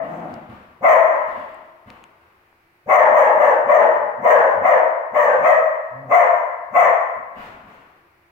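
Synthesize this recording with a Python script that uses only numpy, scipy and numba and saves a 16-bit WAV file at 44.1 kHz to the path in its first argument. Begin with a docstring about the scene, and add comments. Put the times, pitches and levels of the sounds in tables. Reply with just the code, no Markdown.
"""Hoarse barks and low growls echo round a large living room: two small dogs tussle over a blanket.
Each bark leaps from a grunt to a yelp and sinks again, as rough vocal-fold pulses and air ring the
throat. Cloth rustles, nose huffs, paw thumps and small clicks fall between, over a quiet house.
The room rings for over a second. The gain control of a phone a few metres away holds the barks
down and recovers in their echo."""
import sys
import numpy as np
from scipy import signal
from scipy.fft import rfft, irfft, next_fast_len
from scipy.io import wavfile
from scipy.ndimage import uniform_filter1d, minimum_filter1d
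from numba import njit

SR = 44100
rng = np.random.default_rng(int(sys.argv[2]) if len(sys.argv) > 2 else 0)


def put_to_file(sound):
    """Save the sound as 16-bit audio at rate SR, in the file named by the first command-line argument."""
    columns = np.atleast_2d(sound).T  # one column per channel
    safe = np.clip(columns, -1, 1)
    whole_steps = np.round(safe * 32767)
    wavfile.write(sys.argv[1], SR, whole_steps.astype(np.int16))


N = 366466
LEAD = SR // 2  # samples before t = 0
TRACK_SIZE = LEAD + N


def undb(db):
    """Decibels to gain."""
    return 10 ** (np.asarray(db) / 20)


def unit_rms(x):
    """Scale to rms 1."""
    return x / np.sqrt(np.mean(x ** 2))


def ease(x):
    """Smooth step over 0..1."""
    return np.sin(np.pi / 2 * np.clip(x, 0, 1)) ** 2


def noise(size):
    """White noise."""
    return rng.standard_normal(size)


def wander(size, rate_hz):
    """Random values at rate_hz, joined by lines."""
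    at = np.arange(size) * rate_hz / SR
    return np.interp(at, np.arange(size // 4), noise(size // 4))


def on_log(points, hz):
    """Interpolate (f/Hz, value) points over log frequency."""
    f, value = np.transpose(points)
    return np.interp(np.log(np.maximum(hz, 1)), np.log(f), value)


def shape(x, gain):
    """Filter by gain(hz)."""
    size = next_fast_len(x.shape[-1] + 2048)
    hz = np.fft.rfftfreq(size, 1 / SR)
    return irfft(rfft(x, size) * gain(hz), size)[..., :x.shape[-1]]


def colour(x, points):
    """Filter by (f/Hz, level/dB) points, then scale to rms 1."""
    return unit_rms(shape(x, lambda hz: undb(on_log(points, hz))))


def add(track, start_s, x):
    """Mix x into the track."""
    start = max(int(start_s * SR) + LEAD, 0)
    part = track[..., start:start + x.shape[-1]]
    part += x[..., :part.shape[-1]]


@njit
def resonance(x, centre_hz, width_hz):
    """State-variable band-pass with a moving centre."""
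    out, band_state, low_state = np.empty(len(x)), 0., 0.
    for i in range(len(x)):
        g, damping = np.tan(np.pi * centre_hz[i] / SR), width_hz / centre_hz[i]
        band = (band_state + g * (x[i] - low_state)) / (1 + g * (g + damping))
        band_state = 2 * band - band_state
        low_state += 2 * g * band
        out[i] = damping * band
    return out


def vocal_folds(hz, jitter, shimmer_db):
    """One uneven pulse a cycle; returns pulses and phase in cycles."""
    step = hz * np.exp(jitter * wander(len(hz), 330.3)) / SR
    phase = np.cumsum(step) % 1
    pulses = np.maximum(1 - np.minimum(phase, 1 - phase) / step, 0)
    return unit_rms(pulses - step) * undb(shimmer_db * wander(len(hz), 400)), phase


def bark_gesture(t, length_s, attack_s, fall_oct):
    """Effort and pitch leap, sag and drop; the mouth opens, narrows and shuts, moving the resonances."""
    grunt_db, sag_db_per_s, release_s, release_db = -33.5, -25, .045, -24
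    leap_oct, fall_power = 2.4, 2.8
    shut_ratio, wide_ratio, opening_s, narrowing_per_s = .62, 1.0986, .03, .98
    slack = 1 - ease(t / attack_s)
    held = np.clip((t - attack_s) / (length_s - attack_s), 0, 1)
    release = np.clip(1 - (length_s - t) / release_s, 0, 1)
    pitch_ratio = 2 ** (-leap_oct * slack - fall_oct * held ** fall_power)
    effort_db = grunt_db * slack + sag_db_per_s * np.maximum(t - attack_s, 0) + release_db * release
    opening = ease(t / opening_s) * (1 - release)
    mouth_ratio = shut_ratio + (wide_ratio - narrowing_per_s * t - shut_ratio) * opening
    return pitch_ratio, effort_db, mouth_ratio


# throat resonances: base f/Hz, stage width/Hz, level/dB, mouth-following exponent
THROAT = [(635, 252, -0.5, .65), (966, 197.5, -3, 1.48), (1858, 434, -12, 1.6), (2693, 440, -31.5, 0.76)]
# soft tissue absorbing treble: f/Hz, level/dB
TISSUE = [(180, 0), (270, -5), (380, -7), (490, 3), (2200, -2.5), (3100, -12), (3900, -17.5), (6000, -11)]
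# air rushing past the teeth: f/Hz, level/dB
HISS = [(2500, -21), (3500, -5.5), (4600, -1.5), (5300, -3.5), (5900, 14), (7900, 1.5), (8800, -4),
        (12000, -4), (15500, 10.5)]


def bark(length_s, attack_s, top_hz, rough, fall_oct, tuning, bright_db):
    """Rough pulses and turbulent air ring the throat while the mouth opens and closes."""
    chest_db, hiss_db, jet_peak_s, jet_width_s = -17, -36.5, .092, .06
    size = int(length_s * SR)
    t = np.arange(size) / SR
    pitch_ratio, effort_db, mouth_ratio = bark_gesture(t, length_s, attack_s, fall_oct)
    pulses, phase = vocal_folds(top_hz * pitch_ratio, jitter=.11 * rough, shimmer_db=7 * rough)
    air = unit_rms(noise(size) * (1 + .7 * np.cos(2 * np.pi * phase)))
    edge = undb(bright_db + .078 * effort_db)  # a harder push is brighter
    low_drive = pulses + 2.1 * rough * air
    upper_drive = (1.5 * pulses + (.6 + 1.7 * rough) * air) * edge
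    throat = 0
    for k, (hz, width_hz, db, mobility) in enumerate(THROAT):
        centre_hz = hz * tuning * mouth_ratio ** mobility
        first_stage = resonance(upper_drive if k else low_drive, centre_hz, width_hz)
        throat = throat + undb(db) * resonance(first_stage, centre_hz, width_hz)
    voice = colour(throat, TISSUE) * undb(effort_db)
    jet_swell = np.exp(-((t - jet_peak_s) / jet_width_s) ** 2)
    jet = jet_swell * undb(.36 * effort_db + 1.8 * wander(size, 170))
    hiss = undb(hiss_db + 1.6 * bright_db) * jet * colour(air, HISS)
    # the fundamental also leaves through the chest
    chest = undb(chest_db + .6 * effort_db) * np.sin(2 * np.pi * phase)
    return (voice + hiss + chest) * signal.windows.tukey(size, .08)


# t/s, length/s, attack/s, top f/Hz, level/dB, roughness/0-1, fall/oct, throat ratio, brightness/dB
BARKS = [(-.22, 0.2402, 0.045, 645.5, -17, 0.46, .3, 1.016, -0.5),
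         (.803, .21, 0.049, 662.2, 1, 0.57, 1.2, 1.03, 2.5),
         (2.857, .245, 0.046, 654.6, 1, .8, 1.3, 1.021, 3),
         (3.094, .23, 0.062, 628.8, -2.5, 0.65, 1.4, .973, 2.5),
         (3.349, .23, .058, 620, -5.5, .75, 1.4, 0.936, 2),
         (3.646, .24, 0.054, 635, -1.5, .65, 1.2, 0.976, 1),
         (4.198, .24, 0.066, 644.5, -.5, .62, 1.3, 0.97, 2),
         (4.595, .23, 0.055, 652, -3.5, 0.59, 1.3, 1.01, 1),
         (5.113, .285, .043, 608, -4.5, .55, .5, 0.968, 3),
         (5.386, .19, 0.061, 652.3, -2, .24, .6, 1.028, 0.5),
         (6.067, .22, .058, 689.5, -3, .48, 1.1, 1.034, 3),
         (6.704, .22, 0.062, 697.7, -3.5, .72, 1, 1.066, 4)]


def barks(trim_db=-4):
    """The dogs' yelps, each with its own pitch and throat tuning."""
    out = np.zeros(TRACK_SIZE)
    for start_s, length_s, attack_s, top_hz, db, *manner in BARKS:
        add(out, start_s, undb(db + trim_db) * bark(length_s, attack_s, top_hz, *manner))
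    return out


# t/s, swell/s, fade/s, slack f/Hz, full-effort f/Hz, roughness/0-1, overtones/dB, level/dB
GROWLS = [(-.03, .17, 0.22, 134.7, 171.7, .6, 4.5, -32), (3.94, 0.078, 0.046, 51.4, 54.4, 0.1, -3.5, -41.5),
          (4.169, .045, 0.025, 103.6, 156, 0.6, 0, -33.5), (4.49, .13, 0.016, 69, 105.5, 0.5, -12, -31),
          (5.37, .035, .04, 134.5, 169, 0.6, -1.5, -37), (5.9, .12, 0.11, 116.8, 139.9, .28, -12, -30.5)]
# closed lips: f/Hz, level/dB
MUZZLE = [(60, -20.5), (140, -6.5), (210, -2), (300, -6), (430, -16), (650, -4), (1100, -16), (2000, -28),
          (4000, -61.5)]


def growls(trim_db=-2, range_db=12, overtones_hz=230):
    """Slow pulses behind closed lips; pitch and level follow effort, tighter lips muffle overtones."""
    out = np.zeros(TRACK_SIZE)
    for start_s, swell_s, fade_s, slack_hz, full_hz, rough, overtones_db, db in GROWLS:
        t = np.arange(int((swell_s + fade_s) * SR)) / SR
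        effort = np.interp(t, [0, swell_s, swell_s + fade_s], [0, 1, 0])
        pitch_hz = slack_hz + (full_hz - slack_hz) * effort
        pulses, _ = vocal_folds(pitch_hz, jitter=.2 * rough, shimmer_db=8 * rough)
        muffled = colour(pulses, MUZZLE)
        voice = shape(muffled, lambda hz: undb(overtones_db * ease(2 * hz / overtones_hz - 1)))
        envelope = undb(-range_db * (1 - effort) ** 2) * signal.windows.tukey(len(t), .15)
        add(out, start_s, undb(db + trim_db) * voice * envelope)
    return out


# t/s, swell/s, fade/s, level/dB
TUGS = [(0, .03, 0.36, -43.5), (.25, 0.046, 0.071, -46), (0.478, .02, 0.075, -43), (1.1, .03, 0.22, -43.5),
        (1.25, 0.041, 0.17, -39.5), (1.839, 0.061, 0.075, -43), (2.18, .03, 0.25, -57),
        (7.325, 0.066, 0.11, -34.5), (7.65, 0.035, 0.17, -46.5)]
# rustle spectrum: f/Hz, level/dB
CLOTH = [(100, -7.5), (300, -2), (600, 2), (1100, 4.5), (1700, -1), (2700, -7), (4500, -22.5), (9000, -39),
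         (15000, -29)]


def blanket(crumple_db=1.5):
    """Each tug starts an uneven rustle that dies as the cloth settles."""
    pull, t = np.zeros(TRACK_SIZE), np.arange(SR) / SR
    for start_s, swell_s, fade_s, db in TUGS:
        settling = np.exp(-np.maximum(t - swell_s, 0) / fade_s)
        add(pull, start_s, undb(db) * ease(t / swell_s) * settling)
    rustle = noise(TRACK_SIZE) * undb(crumple_db * wander(TRACK_SIZE, 51))
    return pull * colour(rustle, CLOTH)


# t/s, length/s, level/dB
HUFFS = [(.03, 0.21, -61), (6.33, 0.061, -55), (7.346, 0.2, -64), (7.655, 0.13, -65)]


def huffs():
    """Puffs of air through the nose."""
    out = np.zeros(TRACK_SIZE)
    for start_s, length_s, db in HUFFS:
        size = int(length_s * SR)
        add(out, start_s, undb(db) * np.hanning(size) * colour(noise(size), HISS))
    return out


# landings: t/s, level/dB
PAWS = [(.32, -31.5), (.49, -28), (0.568, -37), (1.359, -37.5), (1.86, -38.5), (7.158, -40.5), (7.363, -39),
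        (7.484, -40.5), (7.544, -40.5), (7.635, -39), (7.759, -47)]
# thump spectrum: f/Hz, level/dB
THUMP = [(25, -23.5), (60, -3), (130, -2), (250, -1.5), (500, -27), (2000, -49.5), (6000, -58.5)]


def paws(trim_db=-3, decay_s=.024, landing_s=.0034):
    """Paws land on the rug with dull thumps."""
    out, t = np.zeros(TRACK_SIZE), np.arange(SR // 8) / SR
    envelope = np.exp(-t / decay_s) * (1 - np.exp(-t / landing_s))
    for start_s, db in PAWS:
        add(out, start_s, undb(db + trim_db) * colour(noise(len(t)), THUMP) * envelope)
    return out


# t/s, level/dB, ring f/Hz, left minus right/dB
CLICKS = [(.341, -39, 4800, -14), (.5, -45, 3500, -6), (1.545, -49, 8000, -10), (1.903, -28, 2300, 8),
          (2.04, -32, 2500, 6), (2.437, -44, 1200, 3), (2.528, -42, 1000, 3)]


def clicks(ring_s=.00048, crack_gain=.67):
    """Dry ticks close to the phone: a crack and a very short ring."""
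    out, t = np.zeros((2, TRACK_SIZE)), np.arange(SR // 40) / SR
    for start_s, db, hz, pan_db in CLICKS:
        snap = (np.sin(2 * np.pi * hz * t) + crack_gain * noise(len(t))) * np.exp(-t / ring_s)
        tick = colour(snap, [(hz / 6, -5), (hz, 0), (2.4 * hz, -4), (7.2 * hz, -35)])
        stereo_gain = undb(db + np.array([[pan_db], [-pan_db]]) / 2)
        add(out, start_s, tick / np.abs(tick).max() * stereo_gain)
    return out


def diffuse(size, spacing_m=.15):
    """Noise from all sides at two microphone ports: alike in the bass, unrelated in the treble."""
    coherence = lambda hz: .94 * np.sinc(2 * hz * spacing_m / 343)
    mid = shape(noise(size), lambda hz: np.sqrt(np.abs(1 + coherence(hz)) / 2))
    side = shape(noise(size), lambda hz: np.sqrt(np.abs(1 - coherence(hz)) / 2))
    return np.array([mid + side, mid - side])


# reverberation: f/Hz, T60/s
ROOM_T60 = [(100, 0.75), (250, 0.86), (550, 1.048), (1100, 1.225), (2000, 1.112), (4000, 0.82), (7000, 0.7),
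            (14000, 0.16)]
# direct path, bass bending round an armchair that shadows the treble: f/Hz, level/dB
ARMCHAIR_SHADOW = [(150, -1), (300, -9.5), (600, -9), (3000, -16.5), (15000, -8.5)]


def room(x, early_db=-5, early_s=.022, tail_db=-2, build_s=.0033, left_lag_samples=7):
    """A shadowed direct path, a burst of near reflections and a long tail that loses its treble first."""
    t = np.arange(2 * SR) / SR
    bin_hz, frame_s, field = signal.stft(diffuse(len(t)), SR, nperseg=512)
    fading = field * undb(-60 * frame_s / on_log(ROOM_T60, bin_hz)[:, None])
    tail = signal.istft(fading, SR)[1][:, :len(t)] * np.sqrt(12 / SR)
    early = diffuse(len(t)) * np.exp(-t / early_s) * np.sqrt(2 / early_s / SR)
    response = (undb(tail_db) * tail + undb(early_db) * early) * (1 - np.exp(-t / build_s))
    direct = shape(x, lambda hz: undb(on_log(ARMCHAIR_SHADOW, hz)))
    ports = np.array([np.roll(direct, left_lag_samples), direct])  # dogs nearer the right port
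    return ports + signal.fftconvolve(x[None], response, axes=1)[:, :len(x)]


# background spectrum: f/Hz, level/dB
HOUSE = [(20, -11.5), (40, -13), (75, -2.5), (110, -7), (220, -14.5), (300, -13), (340, 0.5), (420, -13),
         (1100, -10), (2300, -10.5), (3300, -25.5), (4400, -26.5), (7100, -36), (15500, -29)]


def house(level_db=-59.5):
    """Faint steady noise from all sides."""
    return undb(level_db) * colour(diffuse(N), HOUSE)


# microphone port mismatch: f/Hz, left minus right/dB
PORTS = [(130, -0.5), (400, -3), (750, 5.5), (1100, 5.5), (2000, 2.5), (3000, -1), (4800, -3), (6000, -0.5),
         (7500, -16), (10500, -15.5), (15000, -1)]


def scene():
    """The play fight in the room, heard through two unequal ports over the quiet house."""
    fight = room(barks() + growls() + huffs() + blanket() + paws())
    at_ports = shape(fight, lambda hz: undb(np.outer([.5, -.5], on_log(PORTS, hz))))
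    return (at_ports + clicks())[:, LEAD:] + house()


@njit
def follow(x, attack_s, release_s):
    """Envelope follower with separate rise and fall times."""
    out, level = np.empty(len(x)), 0.
    for i in range(len(x)):
        level += (x[i] - level) / (SR * (attack_s if x[i] > level else release_s))
        out[i] = level
    return out


def limiter(x, ceiling=.93, window_samples=441):
    """Dip the gain briefly round any peak near full scale."""
    gain = ceiling / np.maximum(np.abs(x).max(axis=0), ceiling)
    return x * uniform_filter1d(minimum_filter1d(gain, window_samples), window_samples)


def record(dry, knee_db=-8, cut_db_per_db=.59, top_hz=15800):
    """Gain control holds the barks down and recovers in their echo; limiter and low-pass follow."""
    envelope = follow(np.abs(dry).max(axis=0), attack_s=.026, release_s=.096)
    overshoot = np.maximum(envelope / undb(knee_db), 1)
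    gain = uniform_filter1d(overshoot ** -cut_db_per_db, size=220)
    fade_in = ease(np.arange(N) / 130)
    low_pass = signal.ellip(10, .2, 80, top_hz, fs=SR, output="sos")
    return signal.sosfilt(low_pass, limiter(dry * gain) * fade_in)


dry = scene()
out = record(dry)
put_to_file(out)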